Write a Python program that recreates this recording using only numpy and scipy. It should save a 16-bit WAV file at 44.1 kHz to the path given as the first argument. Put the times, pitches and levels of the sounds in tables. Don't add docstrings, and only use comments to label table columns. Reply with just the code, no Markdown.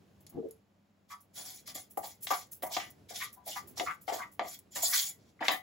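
import sys
import numpy as np
from scipy import signal
from scipy.fft import rfft, irfft
from scipy.io import wavfile
from scipy.ndimage import uniform_filter1d

SR = 44100
rng = np.random.default_rng(int(sys.argv[2]) if len(sys.argv) > 2 else 0)


def unload_wav(signal):
    wavfile.write(
        sys.argv[1],
        SR,
        np.round(np.clip(np.atleast_2d(signal).T, -1, 1) * 32767).astype(np.int16),
    )


N = 247842
TIME, BINS = np.arange(N) / SR, np.fft.rfftfreq(N, 1 / SR)

# pitch in Hz, relative level in dB, t60 in seconds.
PAN_MODES = [(291, -13, .22), (570, -4, .07), (738, 1, .17), (790, -5, .13), (1150, -7, .16),
             (1200, -6, .13), (1360, -13, .12), (1525, -9, .14), (1775, -12, .11), (1962, -6, .18),
             (2137, -7, .16), (2270, -9, .1), (2730, -13, .13), (2990, -12, .13), (3320, -7, .1),
             (3570, -9, .08), (4555, -12, .12), (4840, -12, .11), (4950, -11, .11), (5570, -11, .07),
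             (6500, -11, .07), (6815, -8, .09), (7040, -8, .07)]
# frequency in Hz, relative density in dB per Hz.
CLATTER_SPECTRUM = [(30, -77), (110, -17.5), (220, 8), (450, 2.5), (750, 11), (1400, -5), (2100, 5),
                    (2600, -3), (3400, 2.5), (5000, -5.5), (8000, -14), (16000, -14.5)]


def gain_of(db):
    return 10 ** (np.asarray(db) / 20)


def evened(x):
    return x / np.sqrt(np.mean(x ** 2) + 1e-20)


def read(points, hz):
    f, value = np.transpose(points)
    return np.interp(np.log(hz + 1), np.log(f + 1), value)


def add(mix, s, sound):
    part = mix[:, round(s * SR):][:, :sound.shape[1]]
    part += sound[:, :part.shape[1]]


def coloured(x, points, size=2048):
    log_gain = np.log(gain_of(read(points, abs(np.fft.fftfreq(size, 1 / SR)))))
    response = np.exp(np.conj(signal.hilbert(log_gain)))
    taps = np.fft.ifft(response).real
    return signal.fftconvolve(x, taps[None], axes=1)[:, :x.shape[1]]


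def paired(x, points):
    # frequency in Hz, likeness from 0 to 1.
    likeness = [(60, 0.97), (300, 0.74), (900, 0.18), (5600, 0.51), (7000, 0.42), (16000, 1)]
    a, b = rfft(x)
    same = np.clip(read(likeness, BINS), 0, 1)
    right = same * a + np.sqrt(1 - same ** 2) * b
    return evened(irfft(np.array([a, right]) * gain_of(read(points, BINS)), N))


def grit(per_s, spread_db, clump_db, count=N):
    clump_s = 0.0075
    slow_noise = signal.lfilter([1], [1, -np.exp(-1 / (clump_s * SR))], rng.standard_normal(count))
    clumps = np.clip(evened(slow_noise), -2, 2)
    unevenness = np.minimum(rng.exponential(1, count), 4)
    size = gain_of(spread_db * unevenness + clump_db * clumps)
    return rng.standard_normal((2, count)) * size * (rng.random(count) < per_s / SR)


def patchy(x, patchy_db):
    z = signal.stft(x, SR, nperseg=256)[2]
    patches = uniform_filter1d(rng.standard_normal(z.shape[1:]), size=6, axis=0)
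    patches = evened(uniform_filter1d(patches, size=8, axis=1))
    return evened(signal.istft(z * gain_of(patchy_db * patches), SR, nperseg=256)[1][:, :N])


def contact(x, hz, slope):
    knee = .15
    points = []
    for f in np.geomspace(SR / 2 ** 10, SR / 2, num=120):
        octaves = np.hypot(np.log2(f / hz), knee)
        points.append((f, max(-abs(slope) * octaves, -70)))
    return coloured(x, points)


def ringing(modes, apart):
    t = np.arange(SR // 4) / SR
    skew = apart * rng.uniform(-0.43, 1, (len(modes), 1, 1)) * [[1], [-1]]
    ring = 0
    for (hz, db, t60), phase in zip(modes, skew):
        onset = 1 - np.exp(-2 * hz * t)
        ring = ring + gain_of(db - 60 * t / t60) * (1 + phase / 2) * np.sin(2 * np.pi * hz * t + phase) * onset
    return evened(signal.sosfilt(signal.butter(2, 130, "high", fs=SR, output="sos"), ring))


def body(modes, dense, dense_db, dense_t60, crack):
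    t = np.arange(SR // 4) / SR
    noise = rng.standard_normal(len(t)) + rng.standard_normal((2, len(t)))
    clatter = evened(noise * gain_of(-60 * t / dense_t60))
    impulse = evened(1. * (t == 0))
    short = evened(coloured(clatter + crack * impulse, dense))
    return ringing(modes, apart=1.0) + gain_of(dense_db) * short


def rubs(rows, modes, dense, dense_db, dense_t60, rise_s, fade_db):
    loading = 0.013
    out = np.zeros((2, N))
    for s, length, db, hz, slope in rows:
        count = int(np.clip(length * SR, 64, SR // 4))
        t = TIME[:count]
        pressure = np.minimum(t / rise_s, 1) * gain_of(-fade_db * t / length)
        pressure = pressure * signal.windows.tukey(count, .1)
        slips = grit(per_s=5000, spread_db=1.2, clump_db=2, count=SR // 4)[:1, :count] * pressure
        shift = 1 + loading * rng.uniform(-0.99, 1)
        loaded = [(f * shift, level, t60) for f, level, t60 in modes]
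        answer = body(loaded, dense, dense_db, dense_t60, crack=0.1)
        sound = contact(signal.fftconvolve(slips, answer, axes=1), hz, slope)
        rms = np.sqrt(np.sum(sound ** 2) / (2 * count))
        add(out, s, gain_of(db) * sound / rms)
    return out


def background():
    # frequency in Hz, relative density in dB per Hz.
    air_spectrum = [(15, -87.5), (25, -22), (92, -11), (134, -57.5), (161, 0.5), (285, -6.5), (326, -32.5),
                    (463, -24.5), (545, -8.5), (1560, -20), (2220, -22), (6380, -31.5), (6920, -27),
                    (8590, -40), (16000, -33.5)]
    # frequency in Hz, relative density in dB per Hz.
    rustle_spectrum = [(30, -24), (80, 7), (170, 5), (300, 2.5), (600, -4), (1200, -15), (16000, -28)]
    # start in seconds, length in seconds, level in dB before the waver.
    moves = [(-.1, 0.74, -65.5), (1.28, 5.84, -67), (2.707, 0.52, -64.5), (3.534, 0.43, -61),
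             (4.043, 0.5, -72)]
    hold_db, ramp_s, waver_db = -74.5, 0.068, 1
    air = gain_of(-74.0) * paired(rng.standard_normal((2, N)), air_spectrum)
    power = gain_of(hold_db) ** 2
    for s, length, db in moves:
        ramp = np.clip(np.minimum(TIME - s, s + length - TIME) / ramp_s, 0, 1)
        power = power + (gain_of(db) * ramp) ** 2
    rates = np.geomspace(2, 10, num=8)
    waver = evened(sum(np.sin(2 * np.pi * (per_s * TIME + rng.random())) for per_s in rates))
    rustle = paired(rng.standard_normal((2, N)), rustle_spectrum)
    return air + np.sqrt(power) * gain_of(waver_db * waver) * rustle


def hum():
    # frequency in Hz, RMS level in dB.
    lines = [(96.9, -77.5), (172.3, -88.5), (199.2, -76)]
    return sum(np.sqrt(2) * gain_of(db) * np.sin(2 * np.pi * (hz * TIME + rng.random())) for hz, db in lines)


def spills():
    # start in seconds, level in dB ahead of the bowl, t60 in seconds.
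    pinches = [(.203, -56.5, 0.096), (.292, -51.5, 0.11), (.485, -58, 0.039), (1.202, -53, .11),
               (1.898, -49, 0.19), (1.97, -35, 0.11), (2.206, -47.5, 0.12), (2.22, -34, 0.18),
               (2.512, -37.5, 0.15), (2.62, -35.5, 0.16), (2.662, -47, .13), (2.903, -48, 0.048),
               (3.322, -45.5, .13), (3.455, -37, 0.28), (3.672, -42.5, 0.13), (3.942, -50.5, 0.03),
               (4.009, -49, 0.15), (4.314, -49.5, .13), (4.589, -40, 0.021), (5.507, -34, 0.19)]
    # frequency in Hz, relative density in dB per Hz.
    patter_spectrum = [(300, -40), (1500, -23.5), (4000, -20.5), (7000, -9), (9000, -8), (11000, -1),
                       (16000, -1)]
    flow = np.zeros(N)
    for s, db, t60 in pinches:
        rise = 0.067 * t60
        flow += np.clip((TIME - s) / rise, 0, 1) * gain_of(db - 60 * np.maximum(TIME - s - rise, 0) / t60)
    patter = paired(grit(per_s=6000, spread_db=2.0, clump_db=1.9), patter_spectrum)
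    return flow * patchy(patter, patchy_db=1.5)


def knocks():
    # start in seconds, level over the first 20 ms in dB ahead of the
    # stereo balance, strongest pitch in Hz, fall-off in dB per octave.
    blows = [(.2664, -56.5, 9400, 14.5), (.5095, -54.5, 11500, 25), (1.9731, -33.5, 600, 16.5),
             (2.2705, -40.5, 3360, 7), (2.6245, -48.5, 1500, 1.5), (2.6339, -36, 650, 8),
             (2.7672, -33, 1220, 3), (3.7975, -35, 3330, 3), (3.808, -38.5, 474, 14.5),
             (4.3945, -32, 1060, 6.5), (5.4827, -25, 2840, 5.5)]
    out = np.zeros((2, N))
    for s, db, hz, slope in blows:
        hit = body(PAN_MODES, CLATTER_SPECTRUM, dense_db=6.0, dense_t60=.032, crack=0.32)
        hit = contact(hit, hz, slope)
        add(out, s, gain_of(db) * hit / hit[:, :SR // 50].std())
    return out


def drags():
    # start in seconds, length in seconds, level in dB, strongest pitch in Hz,
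    # fall-off in dB per octave.
    rows = [(.32, 0.037, -56, 890, 4), (.34, 0.041, -43.5, 304, 6), (.365, 0.04, -37, 365, 8),
            (.422, 0.014, -36, 432, 24), (.443, 0.016, -40, 430, 26), (.454, 0.039, -52, 442, 44),
            (3.62, .13, -63, 196, 11)]
    # pitch in Hz, relative level in dB, t60 in seconds.
    grate_modes = [(173, -5, .1), (280, -1, .12), (359, 0, .1), (441, -1, .2), (540, -5, .06),
                   (620, -5, .07), (690, -9, .06)]
    # frequency in Hz, relative density in dB per Hz.
    thud_spectrum = [(40, -13), (150, -8), (350, -10), (650, -24.5), (900, -28), (2000, -41), (16000, -51)]
    return rubs(rows, grate_modes, thud_spectrum, dense_db=2.0, dense_t60=0.073, rise_s=0.0056, fade_db=3)


def push(start, length, rise, db, sag_db):
    release_t60 = .15
    t = np.maximum(TIME - start, 0)
    held = np.clip((t - rise) / max(length - rise, 1 / SR), 0, 1)
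    settling_db = 60 * np.maximum(t - length, 0) / release_t60
    return np.minimum(t / rise, 1) ** 2 * gain_of(db - sag_db * held - settling_db)


def sliding_grain():
    # start, length and rise in seconds, fizz level, crunch level
    # and sag over the push in dB, levels ahead of the bowl.
    pushes = [(1.077, 0.046, 0.035, -50.5, -53.5, 1.5), (1.327, 0.1, 0.038, -43, -50, 4.5),
              (1.426, 0.17, 0.033, -45, -51.5, 9.5), (1.652, 0.037, 0.027, -41, -44, 3),
              (1.739, 0.073, 0.014, -38, -47, 10.5), (2.008, 0.11, 0.037, -44, -52.5, 5.5),
              (2.265, 0.038, .006, -44, -45, 8.5), (2.295, 0.14, 0.011, -34, -39, 20),
              (2.684, 0.22, 0.056, -38, -38.5, 29.5), (3.08, 0.036, 0.022, -44.5, -45.5, 4),
              (3.118, 0.13, 0.04, -42, -44, 5.5), (3.431, .145, 0.055, -47, -50.5, -2),
              (3.752, 0.18, 0.028, -41, -43.5, 19), (4.06, 0.048, 0.029, -43.5, -45, 7),
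              (4.105, 0.13, 0.032, -39, -45, 16), (4.402, 0.14, 0.08, -46.5, -51, 0),
              (4.702, 0.052, 0.021, -56.5, -61, -3.5), (4.739, 0.1, 0.021, -33, -41, 13.5),
              (4.814, 0.049, 0.01, -28.5, -38, 2), (4.83, 0.16, 0.017, -28, -50.5, 1),
              (4.889, 0.1, 0.046, -27.5, -32.5, -1.5), (4.996, 0.096, 0.016, -29.5, -43, 8.5),
              (5.174, 0.13, 0.019, -81.5, -78.5, -2), (5.42, .12, 0.029, -47, -45, 5.5)]
    # frequency in Hz, relative density in dB per Hz.
    fizz_spectrum = [(300, -37), (900, -20), (2800, -20.5), (5000, -8.5), (6000, -8), (7000, 4.5),
                     (7800, -1), (9000, -3), (11000, 2.5), (12500, -2.5), (16000, -1)]
    crunch_spectrum = [(500, -46), (1500, -15), (2200, -4.5), (2800, -12), (3400, -0.5), (4100, -1),
                       (4900, -0.5), (5600, 0), (7000, -3.5), (16000, -35.5)]
    fine, coarse = np.zeros((2, N))
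    for start, length, rise, fizz_db, crunch_db, sag_db in pushes:
        fine = np.maximum(fine, push(start, length, rise, fizz_db, sag_db))
        coarse = np.maximum(coarse, push(start, length, rise, crunch_db, 0.99 * sag_db))
    fizz = paired(grit(per_s=16000, spread_db=1.3, clump_db=1.84), fizz_spectrum)
    fizz = fine * patchy(fizz, patchy_db=3.5)
    crunch = paired(grit(per_s=11000, spread_db=2.8, clump_db=2.4), crunch_spectrum)
    crunch = coarse * patchy(crunch, patchy_db=2.0)
    crumbs = paired(grit(per_s=590, spread_db=3.5, clump_db=1.5), crunch_spectrum)
    crunch = crunch + gain_of(-10.5) * coarse * crumbs
    ring = ringing(PAN_MODES, apart=0.94)
    singing = signal.fftconvolve((fizz + crunch)[:1], ring / np.linalg.norm(ring[0]), axes=1)[:, :N]
    wander = np.zeros(N)
    for per_s in (1.3, 2.9, 7.1):
        wander += .02 / (2 * np.pi * per_s) * np.sin(2 * np.pi * (per_s * TIME + rng.random()))
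    singing = np.array([np.interp(TIME + wander, TIME, channel) for channel in singing])
    return fizz + crunch + gain_of(-8) * singing


def squeaks():
    # start in seconds, length in seconds, level in dB ahead of the stereo balance, pitch in Hz,
    # level of the upper band relative to it in dB.
    squeak_rows = [(1.094, 0.048, -48.5, 1156, -8.5), (3.144, 0.14, -53, 3660, -10),
                   (3.197, 0.038, -44.5, 1274, 3.5), (3.354, 0.085, -63.5, 890, -16),
                   (3.506, 0.043, -48.5, 3300, -24), (3.55, 0.033, -42, 1194, -5),
                   (3.858, 0.057, -37.5, 1288, -6), (4.177, 0.046, -43, 1200, -15),
                   (4.208, 0.033, -46.5, 1200, 1), (4.839, 0.031, -34.5, 4830, -20),
                   (4.92, 0.031, -35.5, 1580, -13), (4.975, 0.063, -43.5, 3550, -15)]
    upper_ratio, slope = 1.685, 39.5
    rows = []
    for s, length, db, hz, upper_db in squeak_rows:
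        rows.append((s, length, db, hz, slope))
        rows.append((s, length, db + upper_db, hz * upper_ratio, slope))
    return rubs(rows, PAN_MODES, CLATTER_SPECTRUM, dense_db=7, dense_t60=0.065, rise_s=0.014, fade_db=7)


def judders():
    # start in seconds, length in seconds, level in dB ahead of the stereo balance,
    # strongest pitch in Hz, fall-off around it in dB per octave (sign ignored).
    catches = [(1.363, .2, -57.5, 657, 4), (1.672, 0.083, -59.5, 900, -5), (1.75, 0.052, -50.5, 830, -1),
               (2.028, 0.057, -46.5, 810, 13), (2.303, 0.055, -30.5, 1030, 15),
               (2.63, 0.22, -49, 710, 15.5), (2.766, 0.057, -40.5, 750, 3.5),
               (2.793, 0.092, -47.5, 2080, 12), (3.1, 0.091, -54, 670, 10), (3.462, .13, -52.5, 615, 11.5),
               (3.771, 0.076, -52.5, 745, 3.5), (3.801, 0.048, -39, 484, 29),
               (4.076, 0.08, -37.5, 848, 7.5), (4.111, 0.096, -41, 750, 9), (4.4, 0.086, -42, 616, 7.5),
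               (4.754, 0.086, -45.5, 765, 3), (4.828, 0.021, -40, 596, 17.5),
               (5.39, 0.022, -59.5, 1560, 32.5), (5.404, 0.065, -39.5, 810, 6),
               (5.422, 0.036, -38, 1400, 16), (5.448, 0.058, -43.5, 2130, 14),
               (5.488, 0.083, -33.5, 1720, 6.5)]
    thump_hz, thump_db, thump_slope = 330, -22, 17.5
    thumps = [(s, length, db + thump_db, thump_hz, thump_slope) for s, length, db, _, _ in catches]
    return rubs(catches + thumps, PAN_MODES, CLATTER_SPECTRUM,
                dense_db=7, dense_t60=.018, rise_s=0.0024, fade_db=20)


def bowl(x):
    t = np.arange(SR // 20) / SR
    taps = rng.standard_normal(len(t)) + .5 * rng.standard_normal((2, len(t)))
    taps = taps * gain_of(-60 * t / .05) * (t > .0006)
    walls = (t == 0) + .7 * taps / np.linalg.norm(taps[0])
    return signal.fftconvolve(x, walls / np.linalg.norm(walls[0]), axes=1)[:, :N]


def kitchen(x):
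    # frequency in Hz, t60 in seconds.
    decay = [(150, 0.21), (700, 0.22), (2000, 0.19), (6000, 0.19), (16000, 0.19)]
    taps = rng.standard_normal((2, SR // 2)) * (rng.random((2, SR // 2)) < 3000 / SR)
    taps[:, :int(.004 * SR)] = 0
    hz, t, z = signal.stft(taps, SR, nperseg=256)
    tail = signal.istft(z * gain_of(-60 * t / read(decay, hz)[:, None]), SR, nperseg=256)[1]
    return signal.fftconvolve(x, tail / np.linalg.norm(tail[0]), axes=1)[:, :N]


def scene():
    balance = gain_of([[.7], [-.7]])
    pan = (judders() + squeaks() + knocks()) * balance
    grate = drags()
    grain = bowl(sliding_grain() + spills())
    echoes = kitchen(gain_of(-7) * pan + gain_of(-14) * (grate + grain))
    return pan + grate + grain + echoes + background() + hum()


def record(dry):
    # frequency in Hz, lag of the right in turns (negative leads).
    right_lag = [(7400, 0), (8600, -.5), (9400, -.5), (10700, -1), (11700, -1), (12800, -1.5),
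                 (13700, -1.5), (14900, -2)]
    left, right = rfft(dry)
    lag = 2 * np.pi * read(right_lag, BINS)
    least_width = read([(6000, 1), (6900, .3), (8600, .12), (16000, .12)], BINS)
    width = np.maximum(least_width, abs(np.sin(lag)))
    mid, side = (left + right) / 2, width * (left - right) / 2
    pair = irfft(np.array([mid + side, (mid - side) * np.exp(-1j * lag)]), N)
    low_pass = signal.firwin(511, 15850, window=("kaiser", 9), fs=SR)
    return signal.oaconvolve(pair, low_pass[None], "same")


dry = scene()
out = record(dry)
unload_wav(out)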